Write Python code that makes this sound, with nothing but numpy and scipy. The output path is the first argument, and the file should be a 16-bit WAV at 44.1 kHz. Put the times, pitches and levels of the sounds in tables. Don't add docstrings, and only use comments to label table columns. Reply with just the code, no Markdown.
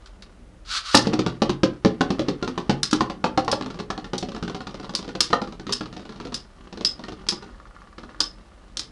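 import sys
import numpy as np
from scipy import signal
from scipy.fft import rfft, irfft, next_fast_len
from scipy.io import wavfile
from scipy.ndimage import uniform_filter1d

SR = 44100
rng = np.random.default_rng(int(sys.argv[2]) if len(sys.argv) > 2 else 0)


def to_wav(s):
    ch = np.atleast_2d(s).T
    pcm = np.round(np.clip(ch, -1, 1) * 32767)
    wavfile.write(sys.argv[1], SR, pcm.astype(np.int16))


def amplitude_ratio(level_db):
    exponent = np.asarray(level_db, float) / 20
    return 10 ** exponent


N = 392931

# f/Hz, relative level/dB, t60/s
BOWL_MODES = [(133.5, -15.5, 0.41), (199, 2.5, 0.1), (242.1, -2, 0.14), (303.4, 0, 0.11), (337, 1.5, 0.063),
              (380, -7, 0.17), (424, -6.5, 0.16), (510, -2.5, 0.055), (580, -2, 0.031), (655, -12, 0.063),
              (778, -4.5, 0.061), (854, -5.5, 0.039), (990.6, 2.5, 0.025), (1189, 8.5, 0.017),
              (1400, -1, 0.041), (1703, -1.5, 0.029), (2880, 1, 0.017), (4294, 5, 0.018)]
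# f/Hz, relative density/(dB per Hz)
TICK_SPECTRUM = [(410, -24.5), (700, -14.5), (2080, -14.5), (3070, -10.5), (4220, -10.5), (5690, -15.5),
                 (10800, -47), (14000, -93)]
# f/Hz, relative density/(dB per Hz)
CORD_SPECTRUM = [(600, -35), (950, -20.5), (1300, -3), (1800, -16), (2300, -15.5), (4500, -7), (11000, -34)]


def evened(x):
    return x / np.sqrt(np.mean(x ** 2) + 1e-20)


def read(points, hz):
    f, value = np.transpose(points)
    return np.interp(np.log(hz + 1), np.log(f + 1), value)


def add(mix, s, sound):
    part = mix[round(s * SR):][:len(sound)]
    part += sound[:len(part)]


def coloured(x, spectrum):
    size = next_fast_len(len(x))
    gain = amplitude_ratio(read(spectrum, np.fft.rfftfreq(size, 1 / SR)))
    return evened(irfft(rfft(x, size) * gain, size)[:len(x)])


def rings(modes, rise_s, size):
    hz, db, t60 = np.transpose(modes)[:, :, None]
    t = np.arange(size) / SR
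    return amplitude_ratio(db - 60 * t / t60) * np.exp(2j * np.pi * hz * t) * (1 - np.exp(-t / rise_s))


def struck(ringing, draws, spread_db, lag):
    weights = amplitude_ratio(spread_db * draws[0]) * np.exp(1j * lag * draws[1])
    sound = (weights @ ringing).imag
    return sound / abs(sound).max()


def detuned(modes, share, draws):
    return np.array(modes) * np.c_[1 + share * draws, np.ones((len(modes), 2))]


def click(spectrum, size):
    log_gain = np.log(amplitude_ratio(np.maximum(read(spectrum, abs(np.fft.fftfreq(size, 1 / SR))), -100)))
    pulse = np.fft.ifft(np.exp(np.conj(signal.hilbert(log_gain)))).real
    return pulse / abs(pulse).max()


def puff(noise, spectrum, snap_s, chatter_db, chatter_s, click_db):
    t = np.arange(len(noise)) / SR
    uneven = abs(evened(uniform_filter1d(noise[::-1], size=120)))
    shape = np.exp(-t / snap_s) + amplitude_ratio(chatter_db) * uneven * np.exp(-t / chatter_s)
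    shape *= 1 - np.exp(-t / 0.0016)
    late_click = np.roll(click(spectrum, len(noise)), 45)
    return coloured(noise, spectrum) * shape - amplitude_ratio(click_db) * late_click


def grit(per_s, uneven_db):
    sizes = amplitude_ratio(uneven_db * np.minimum(rng.exponential(1, N), 5))
    return sizes * (rng.random(N) < per_s / SR) * rng.choice([-1, 1], N)


def steady_hush():
    # f/Hz, relative density/(dB per Hz)
    hush_spectrum = [(18, -21.5), (31, 1.5), (41, 7.5), (70, -3.5), (99, -12), (145, -33.5), (311, -30.5),
                     (408, -24), (535, -18), (876, -24), (10800, -43.5), (14000, -88)]
    return amplitude_ratio(-48) * coloured(rng.standard_normal(N), hush_spectrum)


def rolling(spots=5):
    # t/s, bump drive level/dB, smooth drive level/dB
    grinding = [(0, -56, -71), (.15, -55.5, -54), (.55, -68, -54), (.94, -93, -69.5), (1.05, -30, -57),
                (1.6, -57.5, -66), (2.2, -42.5, -72), (3.2, -53, -45), (3.599, -52.5, -45), (5.1, -52, -59),
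                (5.6, -55, -50), (6.3, -50.5, -49), (6.55, -51.5, -72), (7.1, -47, -61), (7.45, -47, -57),
                (7.6, -57.5, -64.5), (8.05, -54, -58), (8.3, -51.5, -65), (8.91, -57, -52.5)]
    s, bumps_db, smooth_db = np.transpose(grinding)
    t = np.arange(N) / SR
    bumps = amplitude_ratio(np.interp(t, s, bumps_db)) * evened(grit(240, 3.8))
    smooth = amplitude_ratio(np.interp(t, s, smooth_db)) * rng.standard_normal(N)
    body = BOWL_MODES[:-2]

    drone = amplitude_ratio(-7.0 * np.log2(np.array(body)[:, 0] / 500)) @ rings(body, 0.0005, size=9000).imag
    out = signal.oaconvolve(smooth, drone / np.linalg.norm(drone))[:N]

    spot = rng.integers(0, spots, N)
    for k, draw in enumerate(rng.standard_normal((spots, 3, len(body)))):
        rumble = struck(rings(detuned(body, 0.064, draw[2]), 0.000069, size=9000), draw, 3.0, 0.58)
        scratch = puff(rng.standard_normal(len(rumble)), TICK_SPECTRUM, 0.0009, 11.5, 0.0078, 0.74)
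        response = rumble / np.linalg.norm(rumble) + amplitude_ratio(-12) * scratch / np.linalg.norm(scratch)
        out += signal.oaconvolve(bumps * (spot == k), response)[:N]
    return out


def launcher():
    # t/s, level/dB
    loading_clicks = [(.059, -38.5), (.222, -38)]
    out = np.zeros(N)
    for s, db in loading_clicks:
        add(out, s, amplitude_ratio(db) * puff(rng.standard_normal(4096), CORD_SPECTRUM, 0.0045, -7.0, 0.012, 1))
    return out


def cord():
    # t/s, level/dB
    pull = [(0.65, -53), (0.678, -43.5), (0.719, -27.5), (0.781, -25), (.83, -47.5), (0.861, -34.5),
            (.93, -31), (0.951, -22.5)]
    s, db = np.transpose(pull)
    level = amplitude_ratio(np.interp(np.arange(N) / SR, s, db, -120, -120))
    return level * coloured(grit(2900, 0.76), CORD_SPECTRUM)


def contacts():
    # t/s, wall knock level/dB, relative floor boom level/dB, spot pitch f/Hz
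    blows = [(0.945, 3, -7.5, 789), (1.07, -18.5, -13, 530), (1.133, -16, -17, 514),
             (1.191, -14.5, -16, 496), (1.263, -15, -16, 514), (1.419, -8.5, -13.5, 528),
             (1.494, -12.5, -15.5, 786), (1.633, -8.5, -10, 533), (1.848, -11.5, -9, 545),
             (2.008, -9, -12, 778), (2.104, -16.5, -15, 541), (2.193, -16, -17.5, 526),
             (2.284, -17.5, -16, 540), (2.426, -19.5, -19, 1160), (2.476, -20, -23.5, 1170),
             (2.577, -16.5, -22, 1010), (2.695, -10.5, -11, 660), (2.929, -11, -11.5, 1140),
             (3.007, -9.5, -18.5, 830), (3.098, -22.5, -27, 848), (3.241, -8, -19, 770),
             (3.375, -7, -16.5, 810), (3.479, -10.5, -28, 1100), (3.526, -10, -21.5, 785),
             (3.902, -16, -23.5, 773), (4.133, -18.5, -19.5, 660), (5.331, -8, -24.5, 540),
             (5.416, -20.5, -25.5, 830), (5.3295, -7, -30, 1400), (8.206, -19.5, -48, 1530)]
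    # t/s, knock level/dB
    hops = [(3.61, -21), (3.66, -24.5), (3.702, -28.5), (3.743, -35), (3.789, -27), (3.799, -26),
            (3.977, -24.5), (4.043, -29), (4.226, -21), (4.286, -28), (4.318, -31.5), (4.347, -27.5),
            (4.363, -26.5), (4.426, -24.5), (4.478, -25.5), (4.497, -24.5), (4.546, -24.5), (4.605, -25.5),
            (4.669, -24.5), (4.709, -36), (4.743, -27.5), (4.798, -31.5), (4.829, -34), (4.844, -32.5),
            (4.893, -27.5), (4.937, -28.5), (4.99, -30), (5.026, -32), (5.045, -32), (5.078, -29),
            (5.09, -30), (5.151, -24), (5.303, -25.5), (5.474, -32.5), (5.523, -31.5), (5.596, -34.5),
            (5.667, -27.5), (5.693, -21.5), (5.808, -23.5), (5.857, -32.5), (5.927, -32.5), (5.965, -31),
            (5.994, -33.5), (6.016, -44), (6.052, -34), (6.092, -34.5), (6.122, -38), (6.159, -37),
            (6.2, -29), (6.251, -30), (6.27, -32), (6.322, -29), (6.726, -33), (6.773, -31), (6.809, -25),
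            (6.993, -31.5), (7.038, -28.5), (7.083, -29), (7.121, -31.5), (7.266, -34.5), (7.322, -30),
            (7.424, -36), (7.981, -36), (8.033, -36)]
    luck = rng.standard_normal((len(hops), 2))
    s, db = np.transpose(hops)
    hop_boom_db = db - 3.5 + 2 * luck[:, 0]
    hop_hz = 750 * 2 ** (luck[:, 1] / 2)
    rows = np.r_[blows, np.c_[s, db, hop_boom_db, hop_hz]]
    tick_db = -11.5 + 0.48 * rows[:, 1] + 0.34 * rows[:, 2]
    return np.c_[rows, tick_db]


def strikes():
    low = np.array(BOWL_MODES)[:, 0] < 470
    out = np.zeros(N)
    for s, knock_db, boom_db, spot_hz, tick_db in contacts():
        draw = rng.standard_normal((3, len(BOWL_MODES)))
        modes = detuned(BOWL_MODES, 0.054, draw[2])
        modes[:, 1] -= 6.5 * abs(np.log2(modes[:, 0] / spot_hz)) * ~low
        knock = amplitude_ratio(knock_db) * struck(rings(modes[~low], 0.0025, size=4096), draw[:, ~low], 3.35, 0.56)
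        knock += amplitude_ratio(tick_db) * puff(rng.standard_normal(4096), TICK_SPECTRUM, 0.0028, -6, 0.016, 8)
        add(out, s, knock)
        for late, weak in rng.random((2, 2)):
            add(out, s + 0.003 + 0.022 * late, amplitude_ratio(-9.0 - 17.0 * weak) * knock)
        boom = struck(rings(modes[low], 0.0013, size=9000), draw[:, low], 2.18, 0.66)
        add(out, s, amplitude_ratio(boom_db + 4.5) * boom)
    return out


def clashes():
    # t/s, relative crack level/dB,
    # relative ring level/dB
    meetings = [(0.95, 9, -43), (0.9719, 1.5, -37), (2.831, -1, -20), (2.911, -13, -51), (2.9294, -7, -37),
                (3.446, -25, -56), (3.5147, -7, -25), (4.18, -10.5, -50), (4.9504, -6, -50),
                (5.2053, 4, -17), (5.7234, -7.5, -19), (5.7315, -5.5, -45), (6.3427, -9, -27),
                (6.8486, -3, -11.5), (7.2865, -1.5, -12.5), (8.2035, -1.5, -13), (8.7704, -11, -44),
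                (8.7933, -9.5, -43)]
    # f/Hz, relative level/dB, t60/s
    wheel_modes = [(4780, 14, .035), (4990, 5, .17), (5100, 7, .2), (5190, 6, .14), (5430, 5, .09),
                   (5280, 16, .03)]
    # f/Hz, relative density/(dB per Hz)
    crack_spectrum = [(600, -57.5), (950, -22), (1400, -15.5), (2250, -23), (3300, -11.5), (5100, -4.5),
                      (6500, -15), (11000, -28.5)]
    out = np.zeros(N)
    for s, crack_db, ring_db in meetings:
        draw = rng.standard_normal((3, len(BOWL_MODES)))
        noise, shake = rng.standard_normal((2, 8192))
        wheel_draw = draw[:, :len(wheel_modes)]
        wheel = rings(detuned(wheel_modes, 0.009, wheel_draw[2]), 0.0013, size=8192)
        bowl = rings(detuned(BOWL_MODES, 0.046, draw[2]), 0.00037, size=9000)
        slow_noise = uniform_filter1d(uniform_filter1d(shake, size=110), size=110)
        flutter = 1 + 0.65 * evened(slow_noise)
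        add(out, s, amplitude_ratio(crack_db - 6.5) * puff(noise, crack_spectrum, 0.0032, -19, 0.028, 0.83))
        add(out, s, amplitude_ratio(ring_db) * flutter * struck(wheel, wheel_draw, 0.67, 0.39))
        add(out, s, amplitude_ratio(crack_db - 22.5) * struck(bowl, draw, 2.7, 1.0))
    return out


def wobble():
    leaning = [(7.491, .0546, 13, -39), (8.398, 0.06, 9, -52)]
    upper = rings(BOWL_MODES[-5:-2], 0.00017, size=4096)
    out = np.zeros(N)
    for first_s, turn_s, count, tap_db in leaning:
        for turn, draw in enumerate(rng.standard_normal((round(count), 2, len(upper)))):
            tap = struck(upper, draw, 1.4, 0.88)
            tap += amplitude_ratio(-19) * puff(rng.standard_normal(4096), TICK_SPECTRUM, 0.0029, -12, 0.018, 1)
            level_db = tap_db + turn / 2 + 1.7 * draw[1, 0]
            add(out, first_s + turn * turn_s, amplitude_ratio(level_db) * tap)
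    return out


def room(x):
    # f/Hz, t60/s
    decay_times = [(150, 0.34), (2000, 0.25), (10000, 0.11)]
    taps = np.zeros((3, SR // 2))
    spacing = np.arange(200, SR // 2 - 20, 20)
    at = spacing + rng.integers(0, 20, (3, len(spacing)))
    np.put_along_axis(taps, at, rng.choice([-1., 1.], at.shape), 1)
    hz, t, z = signal.stft(taps, SR, nperseg=256)
    decay = amplitude_ratio(-60 * t / read(decay_times, hz)[:, None])
    tails = signal.istft(z * decay, SR, nperseg=256)[1]
    turns = 1.7 * np.arange(N) / SR + np.arange(3)[:, None] / 3
    place = np.cos(2 * np.pi * turns) * np.sqrt(2 / 3)
    return signal.oaconvolve(x * place, tails / np.linalg.norm(tails[0]), axes=1).sum(0)[:N]


def scene():
    near = rolling() + launcher() + cord() + strikes() + clashes() + wobble()
    return np.tile(near + amplitude_ratio(-10.0) * room(near) + steady_hush(), (2, 1))


def band_limit(x):
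    return signal.sosfilt(signal.butter(12, 16450, fs=SR, output="sos"), x)


def record(dry):
    band = signal.firwin(255, 10734, window=("kaiser", 8), fs=SR)[None]
    mirror = signal.firwin(101, [11200, 11900], pass_zero=False, window=("kaiser", 8), fs=SR)[None]
    limited = signal.oaconvolve(np.clip(dry, -0.7, 0.7), band, "same")
    sampled = 2 * limited * (np.arange(N) % 2 == 0)
    smooth = signal.oaconvolve(sampled, band, "same")
    smooth += amplitude_ratio(-13.5) * signal.oaconvolve(sampled, mirror, "same")
    mix = np.clip(smooth, -0.72, 0.72)
    return band_limit(mix)


dry = scene()
out = record(dry)
to_wav(out)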